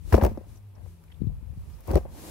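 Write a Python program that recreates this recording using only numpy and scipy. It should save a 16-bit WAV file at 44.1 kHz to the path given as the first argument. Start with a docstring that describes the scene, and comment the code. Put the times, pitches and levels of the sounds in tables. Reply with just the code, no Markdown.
"""Tyre dropped on a yard table

Outdoors, a phone close to a wooden table. A small rubber tyre on a steel rim is tipped by hand and
dropped back. Each landing swings the table top low, knocks and rattles the boards and ticks the rim;
palms rub the rubber. Far off an engine hums and slows; light wind puffs on the two microphone ports."""
import sys
import numpy as np
from scipy import signal
from scipy.fft import rfft, irfft
from scipy.io import wavfile
from scipy.ndimage import uniform_filter1d

SR = 44100
rng = np.random.default_rng(int(sys.argv[2]) if len(sys.argv) > 2 else 0)


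def master_out(mix):
    """Clip the mix to full scale and print it as 16-bit PCM to the path in sys.argv[1]."""
    frames = np.transpose(np.atleast_2d(mix))
    ceiling = np.clip(frames, -1, 1)
    pcm = np.round(ceiling * 32767).astype(np.int16)
    wavfile.write(sys.argv[1], SR, pcm)


N = 101430
T = np.arange(N) / SR
BIN_HZ = np.maximum(np.arange(N // 2 + 1) * SR / N, 1)


def undb(db):
    """dB to gain."""
    return 10 ** (np.asarray(db) / 20)


def curve(table, column):
    """One column of a table along time."""
    return np.interp(T, np.array(table)[:, 0], np.array(table)[:, column])


def spectrum(table, below=None):
    """A (Hz, dB) table along log frequency."""
    hz, db = np.array(table).T
    return np.interp(np.log(BIN_HZ), np.log(hz), db, left=below)


def pan(x, db):
    """Left louder than right by db."""
    return x * undb(np.array([[.5], [-.5]]) * db)


def noise(colour, alike_hz):
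    """Stereo noise of rms 1 with a (Hz, dB) colour, alike left and right below alike_hz."""
    mid, side = rfft(rng.standard_normal((2, N))) * undb(spectrum(colour, below=-80))
    alike = 1 / (1 + (BIN_HZ / alike_hz) ** 2)
    mid, side = np.sqrt(1 + alike) * mid, np.sqrt(1 - alike) * side
    x = irfft(np.array([mid + side, mid - side]), N)
    return x / x.std()


def walk(per_s):
    """Smooth random drift of spread 1."""
    hold = int(SR / per_s)
    steps = np.repeat(rng.standard_normal(N // hold + 1), hold)
    x = uniform_filter1d(uniform_filter1d(steps, hold), hold)[:N]
    return x / x.std()


def ring(force, hz, t60):
    """One damped mode driven by a force."""
    pole = np.exp((2j * np.pi * hz - np.log(1000) / t60) / SR)
    return signal.lfilter([1], [1, -pole], force).imag


# Balance at the phone. Each row: frequency in Hz, left over right in dB.
PORT_BALANCE = [(1000, -1), (4000, 1), (8000, 2), (14000, 9.5)]
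def lean_left(x):
    """The left port hears more of the high treble."""
    return irfft(pan(rfft(x), spectrum(PORT_BALANCE)), N)


# Open air all around. Each row: frequency in Hz, relative level in dB.
YARD_COLOUR = [(88, 15), (150, -3.5), (225, -16.5), (420, -4.5), (595, -51), (796, -12), (2020, -20.5),
               (2360, -16.5), (6230, -27.5), (11800, -20), (15500, -28)]
def yard():
    """The quiet outdoor floor, wavering slightly."""
    return noise(YARD_COLOUR, alike_hz=1390) * undb(-62 + walk(6.6))


# Far off. Each row: time in seconds, firing rate in Hz, level of that tone in dB, of its octave in dB.
ENGINE = [(0, 100.7, -55, -70), (.5, 104.6, -56, -75), (.62, 102.6, -51.5, -70), (.8, 96.46, -48.5, -71),
          (.87, 89.2, -46.5, -62), (.95, 86.1, -53, -57.5), (1.05, 80, -60, -57.5),
          (1.16, 79.5, -66.5, -59), (1.25, 79.3, -60.5, -61.5), (1.38, 81.25, -54.5, -54),
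          (1.5, 82, -53, -77), (1.9, 76, -62, -62), (2.3, 74, -53.5, -66)]
def engine(flicker_db=2.5):
    """A distant engine's firing tone and its octave, slightly unsteady."""
    firing_hz = curve(ENGINE, 1) * (1 + 0.013 * walk(21.25))
    phase = 2 * np.pi * np.cumsum(firing_hz) / SR
    tones = [undb(curve(ENGINE, k + 1) + flicker_db * walk(22)) * np.sin(k * phase) for k in (1, 2)]
    return np.sqrt(2) * sum(tones)


# Wind right on the microphone. Each row: time in seconds, left level in dB, right level in dB.
GUSTS = [(0, -44.5, -82), (.07, -30, -35.5), (.11, -41, -48), (.3, -32, -34.5), (.42, -43.5, -46.5),
         (.52, -42.5, -50), (.68, -57.5, -58), (.85, -41, -69.5), (1.0, -54.5, -68), (1.15, -43.5, -53),
         (1.2, -33, -73), (1.3, -22, -39), (1.36, -36, -38.5), (1.45, -35.5, -54), (1.57, -38, -38.5),
         (1.67, -50, -38), (1.76, -52, -39.5), (1.85, -42, -48), (2.05, -37, -35.5), (2.18, -47, -49),
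         (2.3, -50.5, -39)]
# Its rumble. Each row: frequency in Hz, relative level in dB.
WIND_COLOUR = [(12, -113), (20, -15.5), (47, 6), (75, 10), (114, -2), (168, -6.5), (352, -39), (420, -53),
               (500, -26.5), (650, -138), (1100, -120)]
# Its pops. Each row: start in seconds, level in dB, starting pitch in Hz, cycles to fade to about a third.
POPS = [(0.827, -30, 131, 1.0), (1.205, -22, 142, .9), (1.2182, -7.5, 234, 0.81), (1.2337, -13.5, 140, .7),
        (1.243, -15.5, 172, 0.82), (1.256, -19, 85, .9), (1.270, -10, 145, 1.7), (1.2925, -12, 86, 1.2),
        (1.428, -25, 160, 0.64), (1.533, -27.5, 130, 1.0), (1.573, -24, 149, 0.9)]
def wind(pop_fall=0.45, rise_cycles=0.12):
    """Air buffets each port with a rumble of its own; soft falling pops hit the left one."""
    out = noise(WIND_COLOUR, alike_hz=5) * undb([curve(GUSTS, port) + 2 * walk(8.7) for port in (1, 2)])
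    pops = np.zeros(N)
    for start, db, hz, fade in POPS:
        cycles = np.maximum(T - start, 0) * hz
        envelope = np.exp(-cycles / fade) * (1 - np.exp(-cycles / rise_cycles))
        pops += undb(db) * envelope * np.sin(2 * np.pi * np.log1p(pop_fall * cycles) / pop_fall)
    out[0] += signal.sosfiltfilt(signal.butter(3, 520, fs=SR, output="sos"), pops)
    return out


# Faint, short high chirps; the two at 3900 Hz are faint scuffs. Each row: centre in seconds, drive level in dB,
# pitch in Hz.
CHIRPS = [(.56, -66.5, 6300), (.575, -68, 5800), (0.756, -70, 5550), (1.084, -69, 2470), (1.104, -68, 2010),
          (1.121, -60.5, 3120), (1.121, -66, 1850), (1.145, -70, 3350), (1.22, -70, 3900),
          (1.275, -70, 3900), (1.739, -69, 5050)]
def chirps(width_s=.004):
    """Each chirp is a puff of noise ringing one short, high mode."""
    out = np.zeros((2, N))
    for centre, db, hz in CHIRPS:
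        burst = np.exp(-.5 * ((T - centre) / width_s) ** 2) * rng.standard_normal((2, N))
        out += undb(db) * ring(burst, hz, t60=.006) / 2
    return out


# Hands on the tyre, close by. Each row: time in seconds, level in dB.
RUB = [(0, -68.5), (.04, -63), (.11, -49.5), (.2, -56), (.29, -83), (.35, -72), (.45, -72), (.49, -61.5),
       (.58, -63.5), (.66, -110), (.76, -78), (.88, -62.5), (.98, -70.5), (1.13, -75), (1.2, -75.5),
       (1.45, -78), (1.62, -67), (1.72, -63.5), (1.82, -71.5), (1.88, -54), (1.99, -58.5), (2.07, -70.5),
       (2.13, -55.5), (2.2, -49), (2.3, -45.5)]
# The rubbing. Each row: frequency in Hz, relative level in dB.
RUB_COLOUR = [(150, -41), (250, -1.5), (335, 4), (392, -2), (474, -7), (692, -16.5), (1050, -12.5),
              (1670, -15.5), (11400, -14.5), (15500, -22)]
def palms():
    """Palms slide on rubber with a soft hiss."""
    return lean_left(noise(RUB_COLOUR, alike_hz=1250)) * undb(curve(RUB, 1))


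# The tyre settling. Each row: time in seconds, level of taps on the boards in dB, of the tread in dB.
SETTLING = [(0, -98, -93), (.11, -70, -78), (.13, -41.5, -39), (.16, -49.5, -45.5), (.17, -47.5, -44.5),
            (.205, -49, -60), (.225, -48, -44.5), (.26, -46, -46.5), (.285, -60, -56.5), (.33, -67.5, -65),
            (.46, -77, -75), (.7, -86, -74.5), (.78, -74.5, -92), (.9, -83.5, -80), (1.4, -81.5, -81),
            (1.6, -80, -73), (1.86, -76, -62.5), (1.9, -50.5, -56), (1.945, -61, -56.5),
            (1.98, -53.5, -49.5), (2.0, -67.5, -64), (2.1, -73.5, -89), (2.3, -62.5, -68)]
def settling(taps_per_s=1500):
    """Small contacts: random taps for the boards and a flickering gain for the tread's scrunch."""
    taps = (rng.random(N) < taps_per_s / SR) * undb(2 * rng.exponential(size=N) + curve(SETTLING, 1))
    scrunch = undb(curve(SETTLING, 2) + 2 * walk(150))
    return taps, scrunch


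# Rim and grit, close by. Each row: start in seconds, lower treble level in dB, upper treble level in dB.
TICKS = [(.1245, -28.5, -35), (0.142, -42, -33), (.149, -27, -40), (.180, -37, -58), (0.2143, -39, -58),
         (0.2355, -35, -26), (0.2487, -28.5, -24.5), (.264, -35, -33.5), (0.3747, -48, -51),
         (1.038, -52, -48), (1.148, -71, -59), (1.806, -75, -42), (1.874, -70, -34), (1.906, -40, -51.5),
         (1.913, -33, -31.5), (1.934, -37, -47), (1.944, -35, -42), (1.9551, -23, -25.5), (1.968, -35, -50),
         (1.974, -36, -49)]
# Ticks and tread share one colour. Each row: frequency in Hz, relative level in dB.
TICK_COLOUR = [(710, -42), (1200, 3.5), (1410, -8.5), (2210, -7.5), (3540, -13), (5980, -10), (6650, -16),
               (12500, -15), (15500, -12.5)]
def rim_and_tread(scrunch, rise_s=0.00097, t60_s=0.012, split_hz=7100):
    """Rim and grit tick in short bright bursts over the scrunch of the tread."""
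    gains = np.tile(scrunch, (2, 1))
    for start, low_db, high_db in TICKS:
        age = np.clip(T - start, 0, 1)
        burst = undb(-60 * age / t60_s) * np.minimum(age / rise_s, 1)
        gains += np.outer(undb([low_db, high_db]), burst)
    fizz = noise(TICK_COLOUR, alike_hz=2100)
    low = signal.sosfiltfilt(signal.butter(2, split_hz, fs=SR, output="sos"), fizz)
    return lean_left(gains[0] * low + gains[1] * (fizz - low))


# The tyre strikes the wood. Each row: start in seconds, push level in dB, time to the push's peak in ms,
# frequency in Hz around which the struck spot rings best.
KNOCKS = [(.1255, -11.5, 0.39, 1910), (.1422, -9, 0.33, 463), (.1515, -24.5, 0.28, 627),
          (.179, -13.5, 0.53, 510), (.196, -44, 0.36, 800), (.2135, -23, 0.2, 1000),
          (.222, -17.5, 0.49, 380), (.2365, -12.5, 0.66, 610), (.2505, -17.5, 0.43, 575),
          (.266, -19, 1, 517), (.275, -26.5, 0.52, 690), (.295, -39, .9, 350), (.312, -31, 1, 353),
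          (.374, -27, 0.68, 428), (.408, -40.5, 1, 447), (.435, -50, 0.56, 800), (.466, -49.5, 0.66, 400),
          (.775, -52, 0.97, 450), (.859, -47.5, 0.58, 750), (1.297, -49.5, 0.52, 604),
          (1.8795, -30, 0.67, 700), (1.888, -30.5, .8, 400), (1.906, -20, 0.79, 388), (1.915, -24, 1, 596),
          (1.928, -23.5, 0.97, 460), (1.936, -19.5, 0.65, 760), (1.956, -10.5, 0.81, 560),
          (1.968, -12, 1, 540), (1.976, -15, 0.98, 584), (2.008, -39, .6, 700), (2.053, -31, 0.79, 640),
          (2.147, -42.5, .7, 596)]
# Board modes. Each row: frequency in Hz, gain in dB, seconds to fade by 60 dB, left over right in dB.
BOARD_MODES = [(218, 3, 0.074, 3.5), (311, 3, 0.025, -2.5), (415.4, -10, 0.017, 37.5), (526, -1.5, 0.04, 9),
               (625, -11.5, 0.02, 32), (718, -4, 0.044, 1), (878, 2.5, 0.013, 5), (965, 2.5, 0.014, 4),
               (1093, -4, 0.01, -0.5), (1592, -13.5, 0.032, 13), (2000, -1, 0.0084, -1.5),
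               (2600, -2.5, 0.004, 24.5)]
def boards(taps, slap_db=-2.5, scatter_db=2.5, off_spot_db=8.5):
    """Knocks and rattling taps ring the board modes, each port hearing its own mix."""
    out = np.zeros((2, N))
    scatter = scatter_db * rng.standard_normal((len(KNOCKS), len(BOARD_MODES), 2))
    push_ms = np.arange(128) / SR * 1000
    pushes = []
    for start, db, ms, spot_hz in KNOCKS:
        span = slice(int(start * SR), int(start * SR) + len(push_ms))
        push = undb(db) * np.exp(-.5 * ((push_ms - ms) / (ms / 3)) ** 2)
        out[:, span] += undb(slap_db) * push  # the push itself, heard straight
        pulse_area = ms * SR / 1200
        pushes.append((span, push / pulse_area, spot_hz))
    for mode, (hz, db, t60, pan_db) in enumerate(BOARD_MODES):
        mid, side = taps * rng.standard_normal((2, N))
        side *= min(hz / 600, 1)  # low modes rattle more alike in both ports
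        force = uniform_filter1d(np.array([mid + side, mid - side]), int(.0003 * SR))  # 0.3 ms taps
        for (span, push, spot_hz), chance_db in zip(pushes, scatter[:, mode]):
            coupling = undb(chance_db - off_spot_db * np.log2(hz / spot_hz) ** 2) * (-1) ** mode
            force[:, span] += np.outer(coupling, push)
        out += pan(undb(db) * ring(force, hz, t60), pan_db)
    return out


# Landings, close to the phone. Each row: first deep trough in seconds, level in dB, pitch there in Hz.
LANDINGS = [(0.138, -8.5, 81.5), (0.17, -22.5, 76), (0.2357, -10.5, 73), (0.271, -25.5, 65),
            (1.8967, -23, 81), (1.913, -28.5, 64.8), (1.950, -13, 70.2), (2.004, -31, 67)]
def table_top(rise_s=0.0141, hold_s=0.017, release_s=0.004, sag_per_s=15):
    """The top swings a few times under the soft tyre, sagging in pitch, then the weight damps it."""
    out = np.zeros(N)
    for trough, db, hz in LANDINGS:
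        age = T - trough
        rise = np.sin(np.pi / 2 * np.clip(1 + age / rise_s, 0, 1))
        release = np.exp(-np.maximum(age - hold_s, 0) / release_s)
        cycles = hz * np.log1p(np.maximum(sag_per_s * age, -.5)) / sag_per_s
        out -= undb(db) * rise * release * np.cos(2 * np.pi * cycles)
    return pan(out, db=1)


def scene():
    """The tyre and table up close, wind on the microphone, engine and yard behind."""
    taps, scrunch = settling()
    tyre = table_top() + boards(taps) + rim_and_tread(scrunch)
    return tyre + chirps() + palms() + wind() + engine() + yard()


def record(dry):
    """The phone thins the deepest bass and cuts the top."""
    thinned = signal.sosfilt(signal.butter(2, 35, "high", fs=SR, output="sos"), dry)
    return signal.sosfilt(signal.ellip(10, .2, 80, 15700, fs=SR, output="sos"), thinned)


dry = scene()
out = record(dry)
master_out(out)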